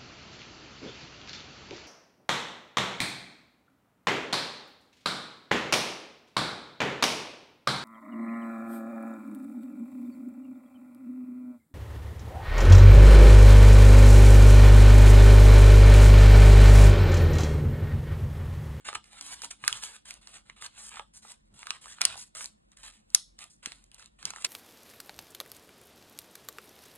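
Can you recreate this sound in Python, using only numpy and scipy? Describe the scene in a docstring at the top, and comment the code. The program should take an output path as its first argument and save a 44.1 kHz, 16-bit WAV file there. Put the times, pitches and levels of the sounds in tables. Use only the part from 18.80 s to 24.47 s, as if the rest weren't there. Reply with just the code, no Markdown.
"""A folded paper sheet is creased in two hands above a table. It buckles in short snaps and crackles;
fingertips slide along the folds with a fine hiss. Hands and arms bump softly on the table.
Two close microphone ports hear the sheet, a small room answers, and ventilation rumbles
and hums far away."""
import sys
import numpy as np
from scipy import signal
from scipy.fft import rfft, irfft, next_fast_len
from scipy.io import wavfile
from scipy.ndimage import uniform_filter1d, minimum_filter1d, map_coordinates

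SR = 44100
rng = np.random.default_rng(int(sys.argv[2]) if len(sys.argv) > 2 else 0)


def generate_wav(sig):
    """Save sig (samples, or channels by samples) to the path in sys.argv[1] as 16-bit PCM at SR."""
    pcm = np.round(np.clip(np.atleast_2d(sig).T, -1, 1) * 32767).astype(np.int16)
    wavfile.write(sys.argv[1], SR, pcm)


N = 250047

# buckles of the sheet: t/s, pop level/dB, pop f/Hz, crack level/dB
BUCKLES = [(0.0877, -29, 1190, -67), (0.129, -37, 1230, -44), (0.139, -45, 1280, -42),
           (0.1535, -29, 1260, -37), (0.242, -56, 2430, -52), (0.4112, -49.5, 2320, -32.5),
           (0.6196, -42.5, 1510, -33.5), (0.635, -38.5, 1320, -47), (0.6465, -42.5, 1280, -32.5),
           (0.656, -70, 1400, -45), (0.7112, -44.5, 2920, -40.5), (0.8395, -30, 1690, -55),
           (0.849, -47, 2000, -39), (0.8786, -19, 1596, -11.5), (0.9275, -23, 3240, -34),
           (1.0356, -35.5, 2910, -50), (1.3077, -36, 2100, -34), (1.3402, -54, 2360, -42),
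           (1.473, -46, 2620, -43.5), (1.698, -38.5, 2100, -94), (1.8233, -38, 2170, -40),
           (1.864, -40.5, 3000, -39), (1.9786, -48, 2800, -59), (2.116, -49, 990, -57),
           (2.1447, -48, 1010, -61), (2.1697, -37.5, 1150, -52.5), (2.1955, -35, 2400, -71),
           (2.196, -36.5, 836, -55), (2.4499, -47, 857, -57), (2.8297, -39, 2280, -60),
           (2.8697, -35, 1530, -37), (2.9062, -25, 2570, -27), (3.043, -50, 1840, -65),
           (3.0579, -44.5, 1130, -49), (3.068, -49, 960, -63), (3.0805, -49, 1680, -54),
           (3.185, -43.5, 1460, -69), (3.2106, -31.5, 2200, -41), (3.216, -21.5, 2360, -16.5),
           (3.2525, -19, 3000, -10.5), (3.342, -43, 1030, -51), (3.356, -46, 770, -45),
           (3.3775, -48.5, 840, -39.5), (3.5507, -46.5, 1320, -38), (3.57, -55, 2040, -50),
           (3.6085, -36.5, 1520, -42), (3.658, -60.5, 2810, -31), (3.9177, -71.5, 2510, -53.5),
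           (3.9721, -55, 3520, -50), (4.0332, -52, 2850, -52), (4.3032, -66, 3440, -51),
           (4.348, -21, 4350, -4), (4.5899, -50.5, 1935, -39.5), (4.641, -48, 2650, -42),
           (4.8361, -56, 2020, -55), (4.8595, -28.5, 3370, -31.5), (4.9199, -38.5, 2700, -50.5),
           (5.0407, -67, 2160, -51), (5.1162, -53, 3080, -53.5), (5.1448, -67, 2610, -42),
           (5.196, -51.5, 1440, -47.5), (5.225, -49.5, 1700, -54.5), (5.2595, -55, 3190, -46.5),
           (5.428, -44.5, 1657, -42.5), (5.4542, -30, 3220, -24.5), (5.505, -38.5, 1380, -31),
           (5.5361, -40, 1300, -49.5), (5.5611, -38, 1900, -42), (5.571, -49.5, 890, -63),
           (5.5844, -43.5, 1350, -55), (5.6484, -27.5, 2350, -17.5)]
# crack spectrum: f/Hz, level/dB
CRACK_SPECTRUM = [(3000, -28), (4300, 2), (6500, 1.5), (8000, -7), (9300, -1.5), (10800, 0.5),
                  (12500, -5.5)]
def snaps(buckles):
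    """A buckling panel pops in a few swings, with a ragged crack, a weak rattle and the table's echo."""
    pop_periods, pop_tone, crack_spike = 3.6, 0.71, 0.69
    crack_decay_s, rattle_t60_s, echo_s = 0.0013, 0.029, 0.0024
    lead_in = 352
    out, t = np.zeros(N + SR), np.arange(-lead_in, 1400) / SR
    for start_s, pop_db, pop_hz, crack_db in buckles:
        age = np.maximum(t, 0) * pop_hz / pop_periods  # a wide panel pops lower and longer
        swing = age ** .45 * np.exp(-2.2 * age)
        swing /= np.linalg.norm(swing)
        edge = (t > 0) * np.exp(-t / crack_decay_s)
        edge /= np.linalg.norm(edge)
        burst = np.array([swing, edge]) * rng.standard_normal(len(t))  # rows: pop, crack
        burst[1] += crack_spike * (t == 0)
        rattle = (t > 0) * amp(-29.5 - 60 * t / rattle_t60_s) * rng.standard_normal(len(t))
        parts = filtered(burst + rattle,
                         lambda hz: [pop_response(hz, pop_hz), amp(along(CRACK_SPECTRUM, hz))])
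        parts[0] += pop_tone * swing * np.sin(2 * np.pi * (pop_hz * t + rng.random()))
        onset_rms = np.sqrt(np.mean(parts[:, lead_in:lead_in + 88] ** 2, axis=1))  # first 2 ms
        out[round(start_s * SR):][:len(t)] += amp([pop_db, crack_db]) / onset_rms @ parts
    direct = out[lead_in:][:N]
    return direct + amp(-18) * np.pad(direct, (round(echo_s * SR), 0))[:N]


# air resonances in the folds: f/Hz, width/Hz, level/dB
FOLD_MODES = [(1193, 450, 2.5), (2740, 400, -1)]
def pop_response(hz, pop_hz):
    """A broad peak at the panel's pitch, coloured by air ringing in the hollow folds."""
    octaves = np.log2((hz + 1) / pop_hz)
    panel = amp(np.minimum(2.5 * octaves, -4 * octaves ** 2))
    folds = sum(amp(db) * 1j * hz * width / (mode_hz ** 2 - hz ** 2 + 1j * hz * width)
                for mode_hz, width, db in FOLD_MODES)
    return panel * (1 + folds)


def crackles(hiss_level, body_level):
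    """Rows of small buckles at chance moments, their strength following the strokes."""
    rate_per_s = 6.3
    when, pitch, size, dullness = rng.random((int(rate_per_s * N / SR), 4)).T
    at = (when * N).astype(int)
    offset_db = -7.5 - 0.5 * np.log(size + 1e-3)
    pop_db = 20 * np.log10(body_level[at]) + offset_db
    crack_db = 20 * np.log10(hiss_level[at]) + offset_db - 10 * dullness
    pop_hz = 900 * 4 ** pitch
    return list(zip(at / SR, pop_db, pop_hz, crack_db))


# fingertip strokes: t/s, length/s, hiss start level/dB, hiss end level/dB, body re hiss/dB
FINGER_STROKES = [(0.0, 0.037, -78, -82, 12), (0.049, 0.044, -58, -45.5, 8),
                  (0.151, 0.0093, -44.5, -54.5, 10.5), (0.234, 0.16, -69.5, -53, 4.5),
                  (0.412, 0.0062, -41, -49, 1), (0.424, 0.12, -52, -42.5, -2),
                  (0.562, 0.073, -63, -65, 8.5), (0.621, 0.033, -46.5, -40, -2.5),
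                  (0.709, 0.0085, -37, -43.5, -3), (0.773, 0.1, -82, -51, 8), (0.889, 0.21, -44, -58, 0.5),
                  (1.025, 0.025, -46.5, -43, -3), (1.055, 0.11, -51.5, -56, 0.5),
                  (1.255, 0.037, -54, -46.5, 0.5), (1.3, 0.078, -52.5, -63, 3),
                  (1.415, 0.16, -67.5, -53.5, 3.5), (1.654, 0.078, -92.5, -83.5, 23),
                  (1.765, 0.047, -73.5, -74, 15), (1.813, 0.056, -48.5, -51.5, 4),
                  (1.909, 0.1, -77, -52.5, 4), (1.983, 0.11, -50.5, -43.5, -8.5),
                  (2.108, 0.09, -64.5, -60, 11.5), (2.338, 0.041, -56.5, -50.5, -10.5),
                  (2.424, 0.098, -57, -50, -0.5), (2.741, 0.091, -62.5, -52.5, -2),
                  (2.858, 0.11, -71, -71.5, 20), (3.014, 0.12, -57, -46, -3),
                  (3.137, 0.065, -69, -69.5, 10.5), (3.21, 0.14, -46.5, -61.5, 12.5),
                  (3.368, 0.075, -49, -47, -9), (3.553, 0.0073, -44, -41.5, -3.5),
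                  (3.569, 0.087, -44, -41, -4.5), (3.918, 0.021, -76.5, -77, 10.5),
                  (3.969, 0.099, -58, -66, -0.5), (4.033, 0.05, -49, -50.5, 2), (4.124, 0.055, -63, -64, 3),
                  (4.276, 0.11, -84.5, -54, 1.5), (4.586, 0.047, -60, -50, 3.5),
                  (4.702, 0.064, -55.5, -63.5, -15), (4.83, 0.1, -59, -61, 9), (4.913, 0.15, -64, -73.5, 2),
                  (5.119, 0.048, -72, -64, 5.5), (5.182, 0.098, -55.5, -75, 4),
                  (5.39, 0.12, -64.5, -54.5, 6), (5.495, 0.13, -60.5, -51, 0.5),
                  (5.647, 0.021, -38.5, -54, 6)]
def strokes():
    """Hiss and body envelopes: a finger touches, glides, drops in level as it stops, and lifts."""
    touch_db_per_s, stop_db, lift_db_per_s = 4004, 5, 398.5
    t = np.arange(N) / SR
    hiss, body = np.full(N, amp(-83.5)), np.full(N, amp(-81))  # holding fingers still creep
    for start_s, length_s, start_db, end_db, body_db in FINGER_STROKES:
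        glide_db = start_db + (end_db - start_db) * np.clip((t - start_s) / length_s, 0, 1)
        before_s, after_s = np.maximum(start_s - t, 0), np.maximum(t - start_s - length_s, 0)
        release_db = np.minimum(touch_db_per_s * after_s, stop_db) + lift_db_per_s * after_s
        level = amp(glide_db - touch_db_per_s * before_s - release_db)
        hiss, body = np.hypot(hiss, level), np.hypot(body, amp(body_db) * level)
    return hiss, body


# spectra of the friction hiss and the sheet's body: f/Hz, level/dB
HISS_SPECTRUM = [(2500, -32.5), (4500, -6), (6300, -2), (7700, -2), (8700, -1), (10000, -4.5), (10700, 1),
                 (11500, -27.5)]
BODY_SPECTRUM = [(250, -14.5), (600, -9), (1000, -3), (1500, -4), (2700, -1.5), (4000, -2.5), (6000, -12.5),
                 (9000, -6.5), (11500, -24)]
def slide(hiss_level, body_level):
    """Skin catches on paper fibres: dense tiny slips, a few larger, heard as hiss and via the sheet."""
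    catches_per_s = 200
    pressure = amp(2.2 * wobble(40) + 0.77 * wobble(200))
    catches = 3.5 * (rng.random(N) < catches_per_s / SR) * rng.exponential(1, N)
    slips = pressure * (rng.standard_normal((2, N)) + catches)
    # narrow, drifting random patches colour the rustle
    hiss = coloured(patchy(slips[0], depth_db=3, frame=384), HISS_SPECTRUM)
    body = coloured(patchy(slips[1], depth_db=3.5, frame=768), BODY_SPECTRUM)
    return hiss_level * hiss + body_level * body


# hands and arms on the table: t/s, f/Hz, level/dB, length/s
TABLE_BUMPS = [(0.152, 80, -54, 0.034), (0.828, 120, -55, 0.042), (0.89, 103, -60.5, 0.089),
               (2.692, 98, -63.5, 0.1), (3.24, 95, -62.5, 0.16), (4.868, 212, -50, 0.011),
               (5.42, 166, -57.5, 0.11), (5.658, 93.7, -49, 0.083)]
def bumps():
    """Each bump is a loose rub that swells once in a broad low mode of the table."""
    t, out, loss = np.arange(N) / SR, np.zeros(N), 0.36
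    for start_s, mode_hz, db, length_s in TABLE_BUMPS:
        swell = np.sin(np.pi * np.clip((t - start_s) / length_s, 0, 1))
        mode = lambda hz: hz * mode_hz / (mode_hz ** 2 - hz ** 2 + 1j * loss * hz * mode_hz)
        out += amp(db) * swell * unit(filtered(rng.standard_normal(N), mode))
    return out


# left-right phase difference, in steps: f/Hz, phase/rad
PHASE_DIFFERENCE = [(0, 0.5), (1000, 1), (3800, 1.66), (4800, 3), (6100, 3.5), (7600, 6.5), (9600, 6),
                    (10700, 10), (12000, 10)]
# left port re right: f/Hz, level/dB
PORT_BALANCE = [(300, -1), (1000, -3.5), (2500, -2), (3800, -4), (4800, -1.5), (11000, 1)]
# likeness of the ports: f/Hz, coherence/1
PORT_COHERENCE = [(300, .35), (700, .4), (1200, .8), (2500, .7), (4500, .94), (9000, .97)]
def ports(x):
    """The sheet in stereo: the left sounds slightly earlier and, below the top treble, weaker."""
    spectra = signal.stft(np.pad(x, (48, 0)), nperseg=128)[2]
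    scrambled = signal.istft(spectra * np.exp(2j * np.pi * rng.random(spectra.shape)), nperseg=128)[1][:N]
    side = np.array([[.5], [-.5]])
    mix_rad = lambda hz: np.arccos(along(PORT_COHERENCE, hz)) / 2
    phase_rad = lambda hz: np.interp(hz, *np.transpose(PHASE_DIFFERENCE))
    place = lambda hz: amp(side * along(PORT_BALANCE, hz)) * np.exp(1j * side * phase_rad(hz))
    coherent = filtered(x, lambda hz: place(hz) * np.cos(mix_rad(hz)))
    diffuse = filtered(scrambled, lambda hz: place(hz) * np.sin(mix_rad(hz)))
    return coherent + 2 * side * diffuse


# room decay: f/Hz, T60/s
ROOM_T60 = [(400, 0.11), (1500, 0.13), (2300, 0.027), (3500, 0.29), (5000, 0.3), (11000, 0.24)]
# wall reflections: f/Hz, level/dB
WALL_SPECTRUM = [(500, 4), (2500, 2.5), (5000, -11), (6000, -17.5), (8000, -7.5), (11500, -21.5)]
def room(x):
    """Each band echoes with its own strength and decay; moving hands change the echoes every 1/3 s."""
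    out, step, predelay = np.zeros((2, N + SR)), SR // 3, 250
    for start in range(0, N, step):
        hz, t, spectra = signal.stft(rng.standard_normal((2, step)), SR, nperseg=256)
        tail_db = 3.7 * rng.standard_normal((len(hz), 1)) - 60 * t / along(ROOM_T60, hz)[:, None]
        mid, side = signal.istft(spectra * amp(tail_db), SR, nperseg=256)[1]
        tails = np.array([mid + .6 * side, mid - .6 * side])
        wet = signal.fftconvolve(x[None, start:start + step], tails / np.linalg.norm(tails[0]), axes=1)
        out[:, start + predelay:][:, :wet.shape[1]] += wet
    return filtered(out[:, :N], lambda hz: amp(along(WALL_SPECTRUM, hz)))


# rumble spectra, common to the ports and opposed in them: f/Hz, level/dB
RUMBLE_MID = [(15, -37.5), (30, -23), (45, 3), (70, -12), (100, -15.5), (160, -11.5), (250, -17.5),
              (330, -20.5), (450, -40.5), (1300, -51.5), (5000, -63.5), (11500, -60.5)]
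RUMBLE_SIDE = [(15, -35), (45, -12.5), (150, -9.5), (300, -17), (500, -11.5), (1500, -22), (5000, -31.5),
               (11500, -42)]
# far tones: start t/s, end t/s, f/Hz, level/dB
HUM_TONES = [(0, 5.67, 214, -76), (.38, .8, 281, -72)]
def ventilation():
    """Far ventilation: a slightly wavering rumble and unsteady tones."""
    t, fade_s = np.arange(N) / SR, 0.004
    mid = amp(-68.5 + wobble(9.3)) * coloured(rng.standard_normal(N), RUMBLE_MID)
    side = amp(-70.5) * coloured(rng.standard_normal(N), RUMBLE_SIDE)
    for start_s, end_s, hz, db in HUM_TONES:
        gate = np.clip(np.minimum(t - start_s, end_s - t) / fade_s, 0, 1)
        mid += gate * amp(db + 5.6 * wobble(28)) * np.sin(2 * np.pi * hz * t + 0.19 * wobble(20))
    return np.array([mid + side, mid - side])


def amp(db):
    return 10 ** (np.asarray(db) / 20)


def unit(x):
    return x / np.sqrt(np.mean(x ** 2) + 1e-20)


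def along(points, hz):
    """Interpolate (f/Hz, value) points on a log axis."""
    knots_hz, values = np.transpose(points)
    return np.interp(np.log(hz + 1), np.log(knots_hz + 1), values)


def wobble(knots_per_s):
    """Smooth random curve."""
    knots = rng.standard_normal(int(N * knots_per_s / SR) + 4)
    return map_coordinates(knots, [np.arange(N) * knots_per_s / SR])


def filtered(x, response):
    """Apply a complex frequency response."""
    size = next_fast_len(x.shape[-1] + 4096)
    return irfft(rfft(x, size) * response(np.fft.rfftfreq(size, 1 / SR)), size)[..., :x.shape[-1]]


def coloured(x, spectrum):
    """Shape by (f/Hz, level/dB) points, to rms 1."""
    return unit(filtered(x, lambda hz: amp(along(spectrum, hz))))


def patchy(x, depth_db, frame):
    """Random gain patches over time and frequency; a long frame gives narrow, lasting ones."""
    spectra = signal.stft(x, nperseg=frame)[2]
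    field = uniform_filter1d(rng.standard_normal(spectra.shape), size=3, axis=0)
    field = uniform_filter1d(field, size=8, axis=1)
    return signal.istft(spectra * amp(depth_db * unit(field)), nperseg=frame)[1][:N]


def scene():
    """The sheet, direct and through the room, over ventilation and table bumps."""
    levels = strokes()
    sheet = slide(*levels) + snaps(list(BUCKLES) + crackles(*levels))
    return ports(sheet) + amp(-9.5) * room(sheet) + ventilation() + bumps()


# treble roll-off: f/Hz, level/dB
ROLL_OFF = [(10500, 0), (11600, -8), (12300, -24)]
def record(dry):
    """Band limit and fast limiter; only the tips of the loudest snaps pass full scale."""
    ceiling, cutoff_hz = 1.22, 12200
    heard = filtered(dry, lambda hz: amp(along(ROLL_OFF, hz)))
    needed_gain = ceiling / np.maximum(np.abs(heard).max(axis=0), ceiling)
    gain = uniform_filter1d(minimum_filter1d(needed_gain, size=41), size=21)
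    return filtered(heard * gain, lambda hz: hz < cutoff_hz)


dry = scene()
out = record(dry)
generate_wav(out)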